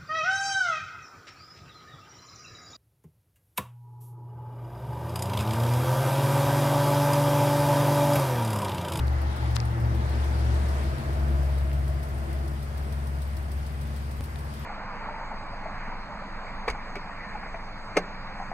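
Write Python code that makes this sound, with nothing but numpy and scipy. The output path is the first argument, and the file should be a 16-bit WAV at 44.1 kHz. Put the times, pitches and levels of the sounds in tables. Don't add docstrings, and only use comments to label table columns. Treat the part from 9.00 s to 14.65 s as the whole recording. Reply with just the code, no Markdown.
import sys
import numpy as np
from scipy import signal
from scipy.fft import rfft, irfft, next_fast_len
from scipy.io import wavfile
from scipy.ndimage import uniform_filter1d

SR = 44100
rng = np.random.default_rng(int(sys.argv[2]) if len(sys.argv) > 2 else 0)


def bounce(signal):
    frames = np.transpose(np.atleast_2d(signal))
    limited = np.clip(frames, -1, 1)
    pcm = np.round(limited * 32767).astype(np.int16)
    wavfile.write(sys.argv[1], SR, pcm)


def makeup_ratio(level_db):
    decades = np.asarray(level_db, float) / 20
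    return 10 ** decades


N = 249118
T = np.arange(N) / SR

LAG_S = 0.00034
SHIFT_S = 1.85
LOST_S, LOST_FOR_S = 5.2088, .0232

# t/s, cycles f/Hz
IDLE_SPEED = [(0, 6.8763), (1, 6.8048), (2.8, 6.6495), (4, 6.765), (5.65, 6.6624)]
# tone number (times the cycle rate), level/dB
IDLE_TONES = [(8, -54), (11, -55), (12, -62), (13, -51.5), (16, -49), (21, -63.5), (22, -52.5), (24, -56.5)]
# t/s, fan level/dB, tick level/dB
WALK = [
    (0, -62, -49),
    (1.5, -58, -51.5),
    (2.5, -56, -51),
    (2.8, -57.5, -48.5),
    (4.5, -57.5, -47.5),
    (5.65, -57.5, -48.5),
]
# f/Hz, level/dB per Hz
FAN_SPECTRUM = [(1400, -6), (2400, 1.5), (3300, -7.5), (4000, -12.5), (4800, -4), (6000, -14),
                (7600, -11.5), (8800, -7.5), (10000, -13.5), (11400, -10.5), (12400, -15.5), (13600, -17),
                (15000, -17), (15800, -21)]
# f/Hz, left-right level/dB
GRILLE_LEAN = [(2200, -4.5), (3900, 11), (5000, 0), (5900, -6), (7300, 5), (8100, 4.5), (9200, 9.5),
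               (10300, -8), (11500, -9), (12600, -9), (13500, -11), (15500, -4)]
# (f/Hz, width f/Hz, level/dB)
MAIN_TICK = (0, -0.81, 0.08, 0, [(4800, 3600, 7), (8370, 2000, 6), (11040, 1800, 5), (13500, 2500, 5),
             (15100, 2000, 1)])
SECOND_TICK = (.057, -8, 0.072, 0, [(11950, 800, -4), (13700, 800, -3), (15100, 1200, -7)])
THIRD_TICK = (.114, -7.5, 0.056, 0, [(9060, 270, 5), (12500, 1500, -19)])
SMALL_TICK = (0.02, -7, 0.039, 0, [(9000, 2300, 6), (11750, 700, -8)])

# t/s, firing f/Hz, level/dB between the brief dips
DRONE = [(0, 68.3, -24.5), (.12, 71.1, -23.5), (.5, 71.24, -28), (.95, 70.06, -26), (1.6, 70.05, -24),
         (1.95, 68.35, -28), (2.35, 68.4, -23), (2.7, 68, -26.5), (3.3, 68.5, -29), (4.15, 69.3, -30),
         (4.9, 69.4, -32.5), (5.65, 69, -37)]
# t/s, level/dB, lasting t/s
DRONE_DIPS = [
    (.36, -6.5, 0.061),
    (.61, -4, 0.047),
    (.76, -9.5, 0.045),
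    (2.01, -13, 0.059),
    (3.1, -2.5, 0.11),
    (3.63, -3.5, .2),
    (4.58, 0, .12),
]
# t/s, f/Hz, level/dB
LEAVING_CAR = [
    (0, 82, -55),
    (.3, 80.7, -62),
    (.6, 81.7, -51),
    (.9, 78.4, -41),
    (1.3, 78.7, -70),
]
# t/s, cycles f/Hz
SHIFTER_SPEED = [
    (0, 14.69),
    (.8, 14.52),
    (1.28, 14.24),
    (1.66, 14.36),
    (1.85, 16.55),
    (2.0, 16.97),
    (2.2, 17.29),
    (3.3, 17.23),
    (5.65, 17.37),
]
# t/s, level/dB
SHIFTER_LOAD = [(0, -29.5), (.3, -39), (.48, -31), (.8, -26.5), (1.28, -37.5), (1.44, -31.5), (1.68, -38),
                (1.85, -39), (2.0, -35.5), (2.99, -37.5), (3.16, -43), (3.4, -40), (3.7, -43), (4.15, -40),
                (4.45, -51), (4.81, -40), (5.15, -47), (5.5, -44)]
# t/s, level/dB, lasting t/s
HUM_SWELLS = [(.8, 9.5, 0.37), (1.65, 7, 0.22), (2.2, 10, 0.2), (3.2, 8.5, 0.35), (3.95, 7, 0.24),
              (4.9, 8, 0.29), (5.6, 9.5, 0.13)]
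# t/s, level/dB, lasting t/s
BOOM_SWELLS = [(2.05, 11, .25), (2.8, 7, 0.16), (3.45, 6, .12), (4.45, 1, 0.16), (5.35, 10, 0.22)]
# tone number, low gear level/dB, high gear level/dB, fading level/dB a second
SIDE_TONES = [(7, -56, -44.5, -2), (3, -50, -47, -7)]
# tone number, level/dB
SMALL_TONES = [(2, -55.5), (9, -55), (10, -62.5), (12, -56), (16, -64), (19, -61)]

# t/s, level/dB
RETREAT = [(0, 0), (.6, -1.5), (1.1, -1), (1.8, -1), (2.3, -3), (2.9, -5.5), (3.3, -5), (3.62, -7),
           (3.83, -5), (4.1, -7), (4.3, -7), (5, -7.5), (5.65, -5)]
# f/Hz, level/dB per Hz
ROAR_SPECTRUM = [(82, -22), (140, -2), (184, -12.5), (236, -8), (276, -17), (335, -11), (382, -9),
                 (526, -16), (634, -10), (900, -21), (1170, -57), (1980, -120)]
# t/s, level/dB, lasting t/s
LULLS = [
    (.25, -11, 0.19),
    (.68, -9, .07),
    (2.35, 4, 0.12),
    (3.4, 3.5, 0.27),
    (4.25, 0, 0.09),
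    (5.6, -19, 0.38),
]
# f/Hz, width f/Hz, level/dB, loudest t/s, lasting t/s
HOLLOWS = [
    (228.5, 35, -48, 1.26, 1.1),
    (331.8, 28.5, -46.5, 1.2, 1.7),
    (332.5, 26, -46.5, 3.36, 0.13),
    (638, 180, -51, 2.56, 1.11),
    (920, 300, -45.5, 0.43, 0.77),
]
# f/Hz, level/dB per Hz
RUMBLE_SPECTRUM = [(15, -16), (30, 4), (50, 2.5), (75, 15), (100, 10), (130, -13), (170, -8), (260, -37.5)]
# f/Hz, level/dB per Hz
TYRE_SPECTRUM = [(300, -7), (520, -6.5), (650, -6), (950, -6), (1200, -7.5), (1500, -9.5), (2050, -13),
                 (2500, -27.5), (3400, -31), (6000, -84)]
# f/Hz, level/dB per Hz
HISS_SPECTRUM = [(1300, -24), (2200, 1.5), (2600, -1), (3200, -2.5), (4000, -3.5), (4700, -4.5),
                 (6000, -10.5), (8600, -19.5), (9900, -13), (10500, -15.5), (13000, -26), (16000, -32)]
# t/s, level/dB, lasting t/s
GUSTS = [
    (.43, 4, 0.18),
    (1.2, 4, 0.2),
    (1.7, 5, 0.41),
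    (4.59, 2.5, 0.078),
    (4.95, 3.5, 0.14),
    (5.6, 3.5, 0.064),
]
# f/Hz, likeness from 0 to 1
LIKENESS = [(30, 0.72), (60, 0.58), (250, 0.98), (500, 0.64), (1000, 0.6), (2000, 0.094), (4000, 0.14),
            (15000, 0.1)]
# f/Hz, left-right level/dB
ROAD_LEAN = [(60, 0), (600, 2.5), (1700, -0.5), (3300, 7), (5500, 10), (7700, 14.5), (9000, 4), (10000, 6),
             (11700, 9), (13000, -3), (14500, 1)]

# t/s, peak level/dB, f/Hz, fall by 60 dB t/s, left-right level/dB
CLICKS = [(0.0812, -31, 4200, 0.0023, -14), (0.4463, -48, 13000, .004, -6),
          (0.5638, -33, 5400, 0.00071, 15), (.5662, -15, 4100, 0.0011, 26), (0.5658, -17, 1230, 0.0037, 13),
          (0.6023, -28, 5080, 0.0024, 27), (.6026, -33, 2610, 0.0041, 17), (.6515, -44, 9450, 0.014, 12),
          (0.656, -45.5, 8900, .02, 14), (2.7160, -22.5, 2200, 0.0015, 9),
          (5.3586, -29.5, 3617, 0.0019, 13), (5.3589, -33, 1796, 0.0029, 6)]
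# start t/s, end t/s
SCRAPE_SPAN = (.543, .5658)
# level/dB, f/Hz, width f/Hz
SCRAPE = (-38.5, 5000, 8000)
# f/Hz, level/dB per Hz
LEAF_SPECTRUM = [(3000, -30), (5500, -8), (7000, -3), (9800, 3), (10500, -18), (14000, -30)]
# t/s, level/dB, lasting t/s
LEAF_GUSTS = [
    (1.2, 14, 0.14),
    (1.65, 23, 0.37),
]


def evened(x):
    return x / np.sqrt(np.mean(x ** 2) + 1e-20)


def read(points, hz):
    f, value = np.transpose(points)
    return np.interp(np.log(hz + 1), np.log(f + 1), value)


def columns(rows):
    s, *values = np.transpose(rows)
    return [np.interp(T, s, v) for v in values]


def swells(rows):
    return sum(db * np.exp(-((T - s) / span) ** 2) for s, db, span in rows)


def sides(db):
    return makeup_ratio(np.array([[db / 2], [-db / 2]]))


def shadow(x, points):
    size = next_fast_len(N)
    lean = makeup_ratio(read(points, np.fft.rfftfreq(size, 1 / SR)) / 2)
    return irfft(rfft(x, size) * np.array([lean, 1 / lean]), size)[:, :N]


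def wander(hz):
    slow_t = T[::64]
    rates = np.geomspace(hz / 10, hz, 16)
    drift = sum(np.sin(2 * np.pi * (f * slow_t + rng.random())) for f in rates)
    return evened(drift).repeat(64)[:N]


def resonate(x, hz, width):
    b, a = signal.iirpeak(hz, hz / width, SR)
    return signal.lfilter(b, a, signal.lfilter(b, a, x))


def wash(spectrum, patchy_db, size=1024):
    frames, hz = 4 * N // size + 5, np.fft.rfftfreq(size, 1 / SR)
    a, b, c, d, patches = rng.standard_normal((frames, len(hz), 5)).T
    patches = uniform_filter1d(patches, size=size // 40, axis=0)
    patches = evened(uniform_filter1d(patches, size=16000 // size, axis=1))
    same = np.clip(read(LIKENESS, hz), 0, 1)[:, None]
    right = a + 1j * b
    late = np.exp(-2j * np.pi * hz * LAG_S)[:, None]
    left = same * right * late + np.sqrt(1 - same ** 2) * (c + 1j * d)
    z = np.array([left, right]) * makeup_ratio(read(spectrum, hz)[:, None] + patchy_db * patches)
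    out = signal.istft(z, nperseg=size, noverlap=3 * size // 4)[1][:, :N]
    return out / np.sqrt(np.mean(out.mean(0) ** 2))


def turns(hz):
    return np.cumsum(hz) / SR + hz * LOST_FOR_S * (T >= LOST_S)


def engine_tone(count, db, waver_db=3.0):
    level = makeup_ratio(db + waver_db * wander(9))
    return np.sqrt(2) * level * np.sin(2 * np.pi * (count + rng.random()))


def idling_exhaust(count):
    return sum(engine_tone(k * count, db, waver_db=0.0) for k, db in IDLE_TONES)


def fan_and_belts():
    fan_db = columns(WALK)[0]
    return makeup_ratio(fan_db) * wash(FAN_SPECTRUM, patchy_db=0.76, size=512)


def droning_vehicle():
    hz, db = columns(DRONE)
    count = turns(hz)
    firing = engine_tone(count, db + swells(DRONE_DIPS), waver_db=0.85)
    return firing + engine_tone(2 * count, np.where(T < SHIFT_S, -49, -80))


def leaving_car():
    hz, db = columns(LEAVING_CAR)
    return engine_tone(turns(hz), db)


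def gear_changing_vehicle():
    count, low_gear = turns(columns(SHIFTER_SPEED)[0]), T < SHIFT_S
    out = engine_tone(8 * count, columns(SHIFTER_LOAD)[0], waver_db=1.26)
    out += engine_tone(13 * count, -55 + swells(HUM_SWELLS), waver_db=1.26)
    boom_db = np.where(low_gear, -60, -48 + swells(BOOM_SWELLS))
    out += engine_tone(5 * count, boom_db, waver_db=1.26)
    for k, low_db, high_db, fade_db in SIDE_TONES:
        db = np.where(low_gear, low_db, high_db + fade_db * (T - SHIFT_S))
        out += engine_tone(k * count, db)
    return out + sum(engine_tone(k * count, db) for k, db in SMALL_TONES)


def low_road_roar():
    low_db = -40.5 + 1.45 * columns(RETREAT)[0] + swells(LULLS)
    roar = wash(ROAR_SPECTRUM, patchy_db=0.5, size=2048)
    out = makeup_ratio(low_db) * roar
    for hz, width, db, s, span in HOLLOWS:
        out += makeup_ratio(db - 8.4 * ((T - s) / span) ** 2) * evened(resonate(roar, hz, width))
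    rumble_db = -45.5 + .5 * (low_db + 43.5)
    return out + makeup_ratio(rumble_db) * wash(RUMBLE_SPECTRUM, patchy_db=1.5, size=4096)


def tyre_roar():
    return makeup_ratio(-41 + columns(RETREAT)[0]) * wash(TYRE_SPECTRUM, patchy_db=0.5)


def gusty_hiss():
    hiss_db = -57 + 0.83 * columns(RETREAT)[0] + swells(GUSTS)
    return makeup_ratio(hiss_db) * wash(HISS_SPECTRUM, patchy_db=1.5)


def tick(times, levels_db, delay, db, t60, lean_db, parts):
    t, drive = np.arange(5000) / SR, np.zeros(N + 9000)
    for s, level_db in zip(times + delay, levels_db):
        rise = np.clip(t / 0.0031, 0, 1)
        drive[round(s * SR):][:len(t)] += makeup_ratio(level_db + db - 60 * t / t60) * rise
    noise = rng.standard_normal((2, N))
    rings = sum(makeup_ratio(d) * resonate(noise, hz, w) / np.sqrt(w) for hz, w, d in parts)
    return sides(lean_db) * drive[:N] * evened(rings)


def valve_ticks(count):
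    first_turn = .4671
    at = np.flatnonzero(np.diff(np.floor(count - first_turn)))
    s, chance = T[at], rng.standard_normal((len(at), 3)).T
    db = columns(WALK)[1][at] + chance[0]
    second_db = db - 2.5 + 3.5 * chance[1]
    third_db = db - 3.5 + 3.5 * chance[2]
    ticks = tick(s, db, *MAIN_TICK) + tick(s, second_db, *SECOND_TICK)
    ticks += tick(s, third_db, *THIRD_TICK) + tick(s, db, *SMALL_TICK)
    return makeup_ratio(2.0) * ticks


def handling_clicks():
    out, t = np.zeros((2, N + 2000)), np.arange(2000) / SR
    for s, db, hz, t60, lean_db in CLICKS:
        shape = makeup_ratio(db - 60 * t / t60) * np.minimum(2 * hz * t, 1)
        out[:, round(s * SR):][:, :2000] += sides(lean_db) * shape * np.sin(2 * np.pi * hz * t)
    return out[:, :N]


def finger_scrape():
    db, hz, width = SCRAPE
    start, end = SCRAPE_SPAN
    grow = np.clip((T - start) / (end - start), 0, 1) ** 2.0 * (T < end)
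    grains_db = 4 * np.minimum(rng.exponential(1, N // 20 + 1), 3)
    grit = rng.standard_normal(N) * makeup_ratio(grains_db.repeat(20)[:N])
    return sides(21.6) * makeup_ratio(db) * grow * evened(resonate(grit, hz, width))


def rustling_leaves():
    return makeup_ratio(-85.5 + swells(LEAF_GUSTS)) * wash(LEAF_SPECTRUM, patchy_db=1.0)


def jump_at_loss(tones):
    at = np.searchsorted(T, LOST_S)
    jump = -makeup_ratio(-24) - (tones[at] - tones[at - 1])
    tones[at:] += jump * np.exp(-T[:N - at] / .0012)
    late = np.roll(tones, round(LAG_S * SR))
    near = slice(at - 400, at + 400)
    late[near] = tones[near] + (late - tones)[at - 400] * np.linspace(1, 0, 800)
    return sides(2.04) * np.array([late, tones])


def scene():
    count = turns(columns(IDLE_SPEED)[0])
    tones = idling_exhaust(count) + droning_vehicle() + leaving_car() + gear_changing_vehicle()
    grille = fan_and_belts() + valve_ticks(count)
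    road = low_road_roar() + tyre_roar() + gusty_hiss() + rustling_leaves()
    out = jump_at_loss(tones) + shadow(road, ROAD_LEAN) + shadow(grille, GRILLE_LEAN)
    return out + handling_clicks() + finger_scrape()


def roll_off(x):
    return signal.sosfilt(signal.butter(12, 15770, fs=SR, output="sos"), x)


def record(dry):
    edge = signal.firwin(511, 15900, window=("kaiser", 9), fs=SR)
    mix = signal.oaconvolve(dry, edge[None], "same")
    return roll_off(mix)


dry = scene()
out = record(dry)
bounce(out)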